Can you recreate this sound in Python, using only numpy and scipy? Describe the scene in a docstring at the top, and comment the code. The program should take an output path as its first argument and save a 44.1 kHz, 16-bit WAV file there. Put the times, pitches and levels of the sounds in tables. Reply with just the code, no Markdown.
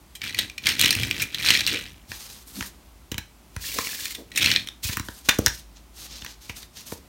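"""A toy engine is pushed back and forth on curved plastic track; its loose wheels rattle and clack, and
the felt-covered table rumbles. From 2.1 s something slides with a soft hiss and the track is tapped.
At 3.6 s the track is dragged, hissing over the felt; at 4.4 s the engine rolls once more. After another
short drag, a second piece is set down and clicked on at 5.3 s. A sleeve rustles and light taps follow,
over the faint air and hum of a small, quiet room."""
import sys
import numpy as np
from scipy import signal
from scipy.fft import rfft, irfft
from scipy.io import wavfile
from scipy.ndimage import uniform_filter1d

SR = 44100
rng = np.random.default_rng(int(sys.argv[2]) if len(sys.argv) > 2 else 0)


def to_wav(s):
    """Save 16-bit WAV."""
    ch = np.atleast_2d(s).T  # columns
    pcm = np.round(np.clip(ch, -1, 1) * 32767)  # PCM
    wavfile.write(sys.argv[1], SR, pcm.astype(np.int16))


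N = 312624
TIME_S = np.arange(N) / SR

# hand shoves: (full-speed time [s], attack [s], hold [s], release [s], rattle [dB], rumble [dB])
ENGINE_SHOVES = [(0.24, 0.044, 0.021, 0.27, -33, -43.5), (0.39, 0.067, 0.013, .12, -30, -39),
                 (0.666, .05, .025, .18, -24.5, -35.5), (0.815, 0.082, 0.038, 0.23, -22, -32),
                 (0.964, 0.13, .08, 0.27, -31, -34), (1.209, 0.25, 0.021, .07, -29.5, -36),
                 (1.482, .22, 0.063, 0.25, -22, -36), (1.689, 0.07, 0.048, 0.23, -27, -40),
                 (4.419, 0.086, 0.096, 0.14, -23, -33)]
# wheels and couplings on the rails: (time [s], level [dB], treble re level [dB], t60 [s], spot [Hz])
WHEEL_CLACKS = [(0.1513, -38.5, -1.5, 0.071, 3160), (0.2167, -28.5, -17, 0.024, 2260),
                (0.2392, -30, -8, .016, 2300), (0.3462, -25.5, -12, .011, 4270),
                (0.3878, -16, -7.5, .028, 3580), (0.498, -34.5, -12, 0.013, 2400),
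                (0.5794, -28, -11, 0.027, 2430), (0.6684, -13, -11, .015, 2280),
                (0.6874, -19, -5, .038, 4070), (0.7942, -18, -3.5, .027, 3650),
                (0.8134, -16, 3, .0075, 4098), (0.8456, -16.5, -11, 0.0043, 3800),
                (0.858, -14.5, -9.5, .018, 2993), (0.8812, -21.5, -7, .005, 2241),
                (0.9064, -14.5, -4, .018, 4430), (0.927, -21, -6, .015, 1860), (0.9511, -22, -6, .01, 2428),
                (1.0329, -21, -13, .016, 2400), (1.111, -18, -13.5, .008, 2310),
                (1.2185, -23.5, -1, .053, 2340), (1.3451, -22, -12.5, .02, 4000),
                (1.4861, -16, -20, .011, 4285), (1.5041, -10.5, -10.5, .02, 3243),
                (1.5498, -17.5, -24, .029, 4230), (1.6076, -21, -10, .003, 4400),
                (1.6656, -17.5, -7.5, .003, 4607), (1.6737, -19.5, -6.5, .045, 2753),
                (4.0552, -26.5, -3.5, .011, 4240), (4.1481, -30.5, -5.5, .04, 3520),
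                (4.317, -38, -13, .022, 1920), (4.3584, -25.5, -2.5, .06, 3798),
                (4.3742, -18, -3, .045, 2600), (4.4596, -13.5, -12, 0.0098, 2810),
                (4.515, -17, -24, 0.0066, 2960), (4.561, -13, -25, 0.013, 3620),
                (4.6729, -32.5, -7, 0.011, 3170), (4.6869, -29.5, -10, 0.0044, 3740)]
# engine contact spectrum: (frequency [Hz], level [dB])
ENGINE_SPECTRUM = [(400, -14.5), (750, -17.5), (1200, -11.5), (1800, -1.5), (2500, 2), (4200, 0),
                   (4900, -5), (5600, -3), (7600, -12.5), (8600, -9), (10200, -18), (14000, -14),
                   (16000, -20.5)]
# engine on its rails: (frequency [Hz], level [dB], t60 [s])
ENGINE_RESONANCES = [(1920, 0.5, .04), (2180, -8, .035), (2410, 0, 0.055), (2590, -3.5, .035),
                     (2900, -7, 0.046), (3055, -6.5, 0.018), (3265, 3, 0.023), (3780, -4, 0.05),
                     (4125, 7.5, 0.032), (5467, 6, .035), (8600, 4.5, 0.03), (14200, 4, .03)]
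# table under the rolling wheels: (frequency [Hz], level [dB])
RUMBLE_SPECTRUM = [(30, -30.5), (60, -0.5), (100, 3.5), (170, -0.5), (300, -1.5), (450, -11), (700, -19),
                   (1400, -23)]


def engine(rattle_trim_db=-1, clack_trim_db=1.5, rumble_trim_db=-1, ring_db=-18):
    """Loose wheels tick over ribbed track, faster when pushed harder, and clack; the table rumbles."""
    push, rumble_gain = np.zeros(N), np.zeros(N)
    for s, attack_s, hold_s, release_s, rattle_db, rumble_db in ENGINE_SHOVES:
        speed = stroke(s, attack_s, hold_s, release_s)
        push = np.maximum(push, undb(rattle_db) * speed)
        rumble_gain = np.maximum(rumble_gain, undb(rumble_db) * speed ** 0.54)
    ticks_per_s = 200 + 600 * np.sqrt(push / push.max())
    ticks = pings(ticks_per_s, low_hz=1300, high_hz=11230, t60_s=0.0059, rasp=1.77, spread_db=2)
    out = undb(rattle_trim_db) * push * unit(colour(ticks, ENGINE_SPECTRUM))
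    out += undb(ring_db) * ring(out, ENGINE_RESONANCES)
    rumble = rumble_gain * unit(colour(grains(per_s=400, spread_db=5.5), RUMBLE_SPECTRUM))
    for s, db, treble_db, t60_s, spot_hz in WHEEL_CLACKS + jolts(push):
        clack = impact(ENGINE_SPECTRUM, ENGINE_RESONANCES, t60_s, spot_hz, db + clack_trim_db, treble_db,
                       low_db=-19, ring_db=-10, snap=1.2, spot_gain=2.65, spot_q=13)
        add(out, s, clack)
    return out + undb(rumble_trim_db) * rumble


def jolts(push, max_per_s=40, over_push_db=2, treble_db=-10, t60_s=0.01, low_hz=1900, high_hz=5400):
    """Rows of lesser random clacks: the faster the wheels, the more and the louder."""
    onsets = np.flatnonzero(rng.random(N) < max_per_s * np.sqrt(push / push.max()) / SR)
    spots_hz = low_hz * (high_hz / low_hz) ** rng.random(len(onsets))
    return [(i / SR, 20 * np.log10(push[i]) + over_push_db, treble_db, t60_s, hz)
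            for i, hz in zip(onsets, spots_hz)]


# pieces tapped, set down and clicked together:
# (time [s], level [dB], treble re level [dB], t60 [s], spot [Hz], table thud [dB], thud pitch [Hz])
TRACK_KNOCKS = [(2.1171, -29, -13, .011, 1840, -47, 100), (2.608, -25.5, -10, 0.014, 1900, -30.5, 152),
                (2.6255, -29, -19, 0.0099, 1600, -49, 60), (3.1162, -26.5, -0.5, 0.034, 3150, -22.5, 238),
                (3.1435, -31, -5, .008, 2800, -30.5, 130), (3.18, -23.5, -2.5, 0.032, 2600, -29, 169),
                (3.564, -32.5, -1, 0.011, 1444, -29.5, 101), (3.786, -22.5, -3, 0.02, 1110, -20.5, 350),
                (3.87, -26, -20, .012, 2240, -53, 130), (4.892, -30, -22, 0.051, 1900, -26.5, 124),
                (4.9707, -24.5, 1, 0.0064, 1220, -27, 182), (4.997, -28, 0.5, 0.011, 1450, -24, 159),
                (5.0856, -32.5, -7, 0.0098, 1090, -28.5, 260), (5.2875, -12.5, -5, 0.02, 1570, -25, 417),
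                (5.291, -8.5, -5.5, 0.028, 2940, -43, 300), (5.3865, -29.5, 8.5, .025, 1300, -6.5, 302),
                (5.462, -10.5, 2, 0.0067, 5550, -29, 200), (5.4686, -16.5, -10, 0.013, 1750, -26.5, 99),
                (6.2213, -33.5, -17, 0.013, 3080, -42, 130), (6.247, -35, 2.5, 0.015, 1890, -45, 130),
                (6.2628, -31.5, -18, 0.013, 2820, -49, 130), (6.4949, -28.5, -11, 0.041, 2320, -34.5, 130),
                (6.629, -37.5, -8, .02, 4440, -54, 130), (6.921, -38.5, 0, 0.011, 900, -20.5, 345)]
# track contact spectrum: (frequency [Hz], level [dB])
TRACK_SPECTRUM = [(200, -7.5), (500, -5), (740, -13), (980, -3), (1250, -5.5), (1800, -0.5), (3100, -1),
                  (4800, -6.5), (5800, -2.5), (8000, -13.5), (10200, -14.5), (12000, -17), (16000, -10)]
# bare track piece: (frequency [Hz], level [dB], t60 [s])
TRACK_RESONANCES = [(976, 3, 0.052), (1486, -3, 0.039), (1805, -11, 0.06), (1883, 3.5, 0.045),
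                    (2510, -14.5, 0.072), (2460, -5, 0.068), (2700, -5, .045), (2920, -2, 0.032),
                    (3097, -11.5, 0.048), (3660, 5, .06), (4063, 4.5, 0.043), (5490, -19, .04),
                    (5630, -12.5, .04)]


def track(trim_db=-1, bounce_above_db=-20, bounce_gap_s=0.019, bounce_step_db=-15.5):
    """Hollow plastic pieces knock together and ring briefly; a hard knock bounces twice."""
    out = np.zeros(N)
    for s, db, treble_db, t60_s, spot_hz, _, _ in TRACK_KNOCKS:
        hollow_db = -8 * np.log2(spot_hz / 1190)  # lower spot, more lows
        for bounce in range(3 if db > bounce_above_db else 1):
            hit_db = db + trim_db + bounce * bounce_step_db
            knock = impact(TRACK_SPECTRUM, TRACK_RESONANCES, t60_s, spot_hz, hit_db, treble_db,
                           low_db=hollow_db, ring_db=-12.5, snap=1.5, spot_gain=1.96, spot_q=4.1)
            add(out, s + bounce * bounce_gap_s, knock)
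    return out


# hand pressing on the table: (time [s], peak [dB], pitch [Hz])
HAND_PRESSES = [(0.966, -31, 119), (1.014, -35, 120), (2.099, -40, 99), (4.853, -30.5, 83.5)]
# table top: (frequency [Hz], level [dB], t60 [s])
TABLE_RESONANCES = [(59.3, 14, 0.22), (80, 7, 0.078), (119, -6, 0.16), (207, -4, 0.11), (304, -8.5, 0.071),
                    (456, -18, 0.069)]


def table_thuds(trim_db=-3, lag_s=0.00508):
    """The table top yields to each press or track knock and springs back; its low modes ring on."""
    flex = np.zeros(N)
    t = TIME_S[:SR // 10] - 0.05
    thuds = [(s + lag_s, db, hz) for s, *_, db, hz in TRACK_KNOCKS]
    for s, db, hz in HAND_PRESSES + thuds:
        phase = 2 * np.pi * hz * t
        add(flex, s + t[0], -undb(db) * phase * np.exp((1 - phase ** 2) / 2))
    ringing = sum(undb(db) * resonate(flex, hz, q=np.pi * hz * t60_s / np.log(1000))
                  for hz, db, t60_s in TABLE_RESONANCES)
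    return undb(trim_db) * (flex + ringing)


# short low throbs, groans and rasps: (centre time [s], level [dB], length [s], pitch [Hz])
THROBS_AND_GROANS = [(1.009, -32, 0.096, 107.6), (1.746, -37, 0.067, 330), (2.587, -41, 0.066, 230),
                     (3.768, -39.5, 0.027, 377), (4.201, -41, 0.06, 336), (6.133, -48, 0.13, 4230)]


def throbs_and_groans():
    """Short, roughly pitched swells: first a throb of the table, then groans and a rasp."""
    out = np.zeros(N)
    for s, db, length_s, hz in THROBS_AND_GROANS:
        noise = unit(band(rng.standard_normal(N), [hz * 0.7, hz * 1.34], "band", order=2))
        out += undb(db) * noise * np.exp(-(2 * (TIME_S - s) / length_s) ** 2)
    return out


# track pulled over felt: (full-speed time [s], attack [s], hold [s], level [dB])
TRACK_DRAGS = [(3.641, 0.098, 0.47, -32.5), (4.834, 0.011, 0.097, -30)]
# felt friction: (frequency [Hz], level [dB])
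FELT_SPECTRUM = [(100, -2.5), (330, -4.5), (520, -10), (780, -22), (1000, -6.5), (1350, -9), (1900, -1),
                 (4300, 5), (7000, 2), (10300, -2.5), (16000, 0.5)]


def drag(chirp_db=-12):
    """Track edges comb the felt in a dense hiss and catch with small plastic chirps."""
    fibres = unit(colour(grains(per_s=20000, spread_db=5), FELT_SPECTRUM))
    hiss = flutter(fibres, depth_db=1.8, rate_hz=69)
    chirps = unit(pings(per_s=45, low_hz=1690, high_hz=2962, t60_s=0.026, rasp=0.14, spread_db=2.5))
    gain = sum(undb(db) * stroke(s, attack_s, hold_s, release_s=0.15, sag_db=2.5)
               for s, attack_s, hold_s, db in TRACK_DRAGS)
    return gain * (hiss + undb(chirp_db) * chirps)


# soft sliding, brushing strokes: (full-speed time [s], hold [s], swish [dB], hiss [dB])
BRUSH_STROKES = [(2.108, 0.16, -42.5, -42), (2.287, 0.13, -47.5, -47.5), (2.481, .07, -51.5, -46),
                 (2.56, 0.11, -41.5, -40.5), (5.053, 0.15, -52, -48), (5.252, 0.34, -45.5, -48.5),
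                 (5.771, 0.0068, -51, -68), (5.967, 0.095, -43.5, -44.5), (6.114, 0.21, -44, -51.5),
                 (6.422, 0.1, -48.5, -51.5), (6.567, 0.056, -45, -44.5), (6.77, 0.048, -41.5, -46),
                 (6.87, .09, -45.5, -44.5)]
# swish: (frequency [Hz], level [dB])
SWISH_SPECTRUM = [(200, -1.5), (700, -11.5), (2000, -7.5), (4200, 1), (5200, -0.5), (6500, 0), (9000, -18),
                  (16000, -28)]
# fine hiss: (frequency [Hz], level [dB])
HISS_SPECTRUM = [(2000, -6), (6000, -4), (9000, 2.5), (10400, -1.5), (12500, 2), (16000, -5.5)]


def brushing(trim_db=-1):
    """Soft sliding, brushing strokes: dense tiny slips make an uneven swish and a fine hiss."""
    swish_gain, hiss_gain = np.zeros(N), np.zeros(N)
    for s, hold_s, swish_db, hiss_db in BRUSH_STROKES:
        speed = stroke(s, attack_s=0.047, hold_s=hold_s, release_s=0.07, sag_db=2)
        swish_gain = np.maximum(swish_gain, undb(swish_db) * speed)
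        hiss_gain = np.maximum(hiss_gain, undb(hiss_db) * speed)
    swish = swish_gain * unit(colour(grains(per_s=3000, spread_db=2.5), SWISH_SPECTRUM))
    hiss = hiss_gain * unit(colour(grains(per_s=11000, spread_db=2.5), HISS_SPECTRUM))
    return undb(trim_db) * flutter(swish + hiss, depth_db=1.67, rate_hz=71)


def room(x, wet_db=-13, low_t60_s=0.28, high_t60_s=0.16, onset_s=0.0056):
    """Close walls add a short tail whose treble dies first."""
    t = TIME_S[:SR // 2]
    noise = rng.standard_normal(len(t))
    lows = band(noise, 6600, "low", order=1) * fade(t, low_t60_s)
    highs = band(noise, 4100, "high", order=1) * fade(t, high_t60_s)
    tail = (lows + 0.35 * highs) * (1 - np.exp(-(t / onset_s) ** 2))
    return x + undb(wet_db) * through(x, tail / np.linalg.norm(tail))


# room air: (frequency [Hz], level [dB])
AIR_SPECTRUM = [(15, -61.5), (25, -34), (42, -7.5), (64, -3), (92, -14.5), (185, -15.5), (212, -14.5),
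                (384, -19.5), (463, -27), (607, -24), (1020, -24.5), (1560, -29.5), (1700, -32.5),
                (2000, -29.5), (16000, -37.5)]
# low hum: (time [s], level [dB])
HUM_LEVELS = [(0, -60), (3.4, -54), (4.6, -59), (5.7, -48.5), (6.7, -59), (7.09, -62)]


def background(air_db=-52.5, hum_hz=54.5):
    """Faint room air and a low hum that wavers in pitch and level."""
    air = unit(colour(rng.standard_normal(N), AIR_SPECTRUM)) * undb(air_db + 0.5 * wander(2.7))
    pitch_hz = hum_hz + 2.5 * wander(19)
    hum = np.sqrt(2) * np.sin(2 * np.pi * np.cumsum(pitch_hz) / SR)
    hum_db = np.interp(TIME_S, *np.transpose(HUM_LEVELS)) + 1.7 * wander(8)
    return air + undb(hum_db) * hum


def impact(spectrum, modes, t60_s, spot_hz, db, treble_db, low_db, ring_db, snap, spot_gain, spot_q):
    """A hard contact and its dying chatter: the struck spot rings briefly, the whole body longer."""
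    t = TIME_S[:SR // 6]
    build_up = 1 - np.exp(-t / (0.014 * t60_s))
    chatter = rng.standard_normal(len(t)) * fade(t, t60_s) * build_up
    chatter[0] += snap
    contact = colour(chatter, spectrum, size=2048)
    spot = spot_gain * resonate(contact, spot_hz, spot_q)
    body = undb(ring_db) * ring(contact, modes, uneven_db=1, detune=0.013)
    hit = contact + spot + body
    parts = band(hit, 1500, "low"), band(hit, [1500, 7000], "band"), band(hit, 7000, "high")
    # band levels hold for the first 5 ms
    return sum(undb(db + part_db) * part / np.sqrt(np.mean(part[:SR // 200] ** 2))
               for part, part_db in zip(parts, (low_db, 0, treble_db)))


def ring(x, modes, uneven_db=4, detune=0.012):
    """Ringing that x leaves in a body; each contact point favours other modes."""
    t = TIME_S[:SR // 6]
    response = np.zeros(len(t))
    for hz, db, t60_s in modes:
        strength, shift, phase = rng.standard_normal(3)
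        tone = np.sin(2 * np.pi * (hz * (1 + detune * shift) * t + phase))
        response += undb(db + uneven_db * strength) * fade(t, t60_s) * tone
    return through(x, response / np.linalg.norm(response))


def pings(per_s, low_hz, high_hz, t60_s, rasp, spread_db):
    """Tiny random contacts, each a tone and a shorter rasp; power evened over 25 ms."""
    out, t = np.zeros(N), TIME_S[:SR // 25]
    onsets_s = TIME_S[rng.random(N) < per_s / SR]
    for s in onsets_s:
        place, size, length = rng.random(3)
        hz = low_hz * (high_hz / low_hz) ** place
        decay_s = t60_s * (0.5 + length)
        tone = np.sin(2 * np.pi * hz * t) * fade(t, decay_s)
        noise = rasp * rng.standard_normal(len(t)) * fade(t, decay_s / 2)
        add(out, s, (1 - size) ** (-spread_db / 10) * (tone + noise))
    power = np.abs(uniform_filter1d(out ** 2, size=1102))
    return out / np.sqrt(power + np.mean(out ** 2) / 20)


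def grains(per_s, spread_db):
    """Random impulses of uneven size; power evened over 30 ms."""
    clicks = (rng.random(N) < per_s / SR) * rng.choice([-1, 1], N)
    clicks = clicks * undb(spread_db * rng.standard_normal(N))
    power = np.abs(uniform_filter1d(clicks ** 2, size=1323))
    return clicks / np.sqrt(power + 1e-9)


def stroke(s, attack_s, hold_s, release_s, sag_db=0, depth_db=30):
    """Gain of a movement: speeds up until s, holds or sags, runs out."""
    early = np.maximum(s - TIME_S, 0) / attack_s
    late = np.maximum(TIME_S - s - hold_s, 0) / release_s
    held = np.clip((TIME_S - s) / hold_s, 0, 1)
    return undb(np.maximum(-depth_db * (early + late) - sag_db * held, -120))


def flutter(x, depth_db, rate_hz):
    """Lows, mids and highs waver separately around a shared waver."""
    low, high = band(x, 2500, "low", order=1), band(x, 6900, "high", order=1)
    shared = undb(depth_db * wander(rate_hz))
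    return shared * sum(part * undb(depth_db * wander(rate_hz)) for part in (low, x - low - high, high))


def wander(rate_hz):
    """Smooth random drift, rms 1."""
    step = int(SR / rate_hz)
    stairs = np.repeat(rng.standard_normal(N // step + 1), step)
    return unit(uniform_filter1d(stairs, step)[:N])


def colour(x, spectrum, size=8192):
    """Minimum-phase filter from (frequency [Hz], level [dB]) rows."""
    hz, db = np.transpose(spectrum)
    bins_hz = np.maximum(np.fft.rfftfreq(size, 1 / SR), 1)
    gain = undb(np.interp(np.log(bins_hz), np.log(hz), db))
    cepstrum = irfft(np.log(gain))
    cepstrum[1:size // 2] *= 2
    cepstrum[size // 2 + 1:] = 0
    return through(x, irfft(np.exp(rfft(cepstrum)))[:size // 2])


def resonate(x, hz, q):
    """Single resonance."""
    return signal.lfilter(*signal.iirpeak(hz, q, fs=SR), x)


def band(x, hz, kind, order=3):
    """Butterworth filter."""
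    return signal.sosfilt(signal.butter(order, hz, kind, fs=SR, output="sos"), x)


def through(x, response):
    """Convolve, keeping the length."""
    return signal.fftconvolve(x, response)[:len(x)]


def fade(t, t60_s):
    """Exponential decay, 60 dB down at t60_s."""
    return np.exp(-np.log(1000) * t / t60_s)


def add(out, s, sound):
    """Mix a sound in at time s."""
    i = max(int(s * SR), 0)
    out[i:i + len(sound)] += sound[:max(N - i, 0)]


def undb(db):
    """Decibels to gain."""
    return 10 ** (np.asarray(db) / 20)


def unit(x):
    """Scale to rms 1."""
    return x / np.sqrt(np.mean(x ** 2))


def scene():
    """Everything on the table, heard in the room; mono."""
    sources = engine() + track() + table_thuds() + throbs_and_groans() + drag() + brushing()
    return (room(sources) + background())[None]


def record(dry, bottom_hz=38, top_hz=15950):
    """The microphone drops the deepest bass, clips at full scale and cuts the top."""
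    clipped = np.clip(band(dry, bottom_hz, "high"), -1, 1)
    return signal.sosfilt(signal.ellip(12, 0.2, 70, top_hz, fs=SR, output="sos"), clipped)


dry = scene()
out = record(dry)
to_wav(out)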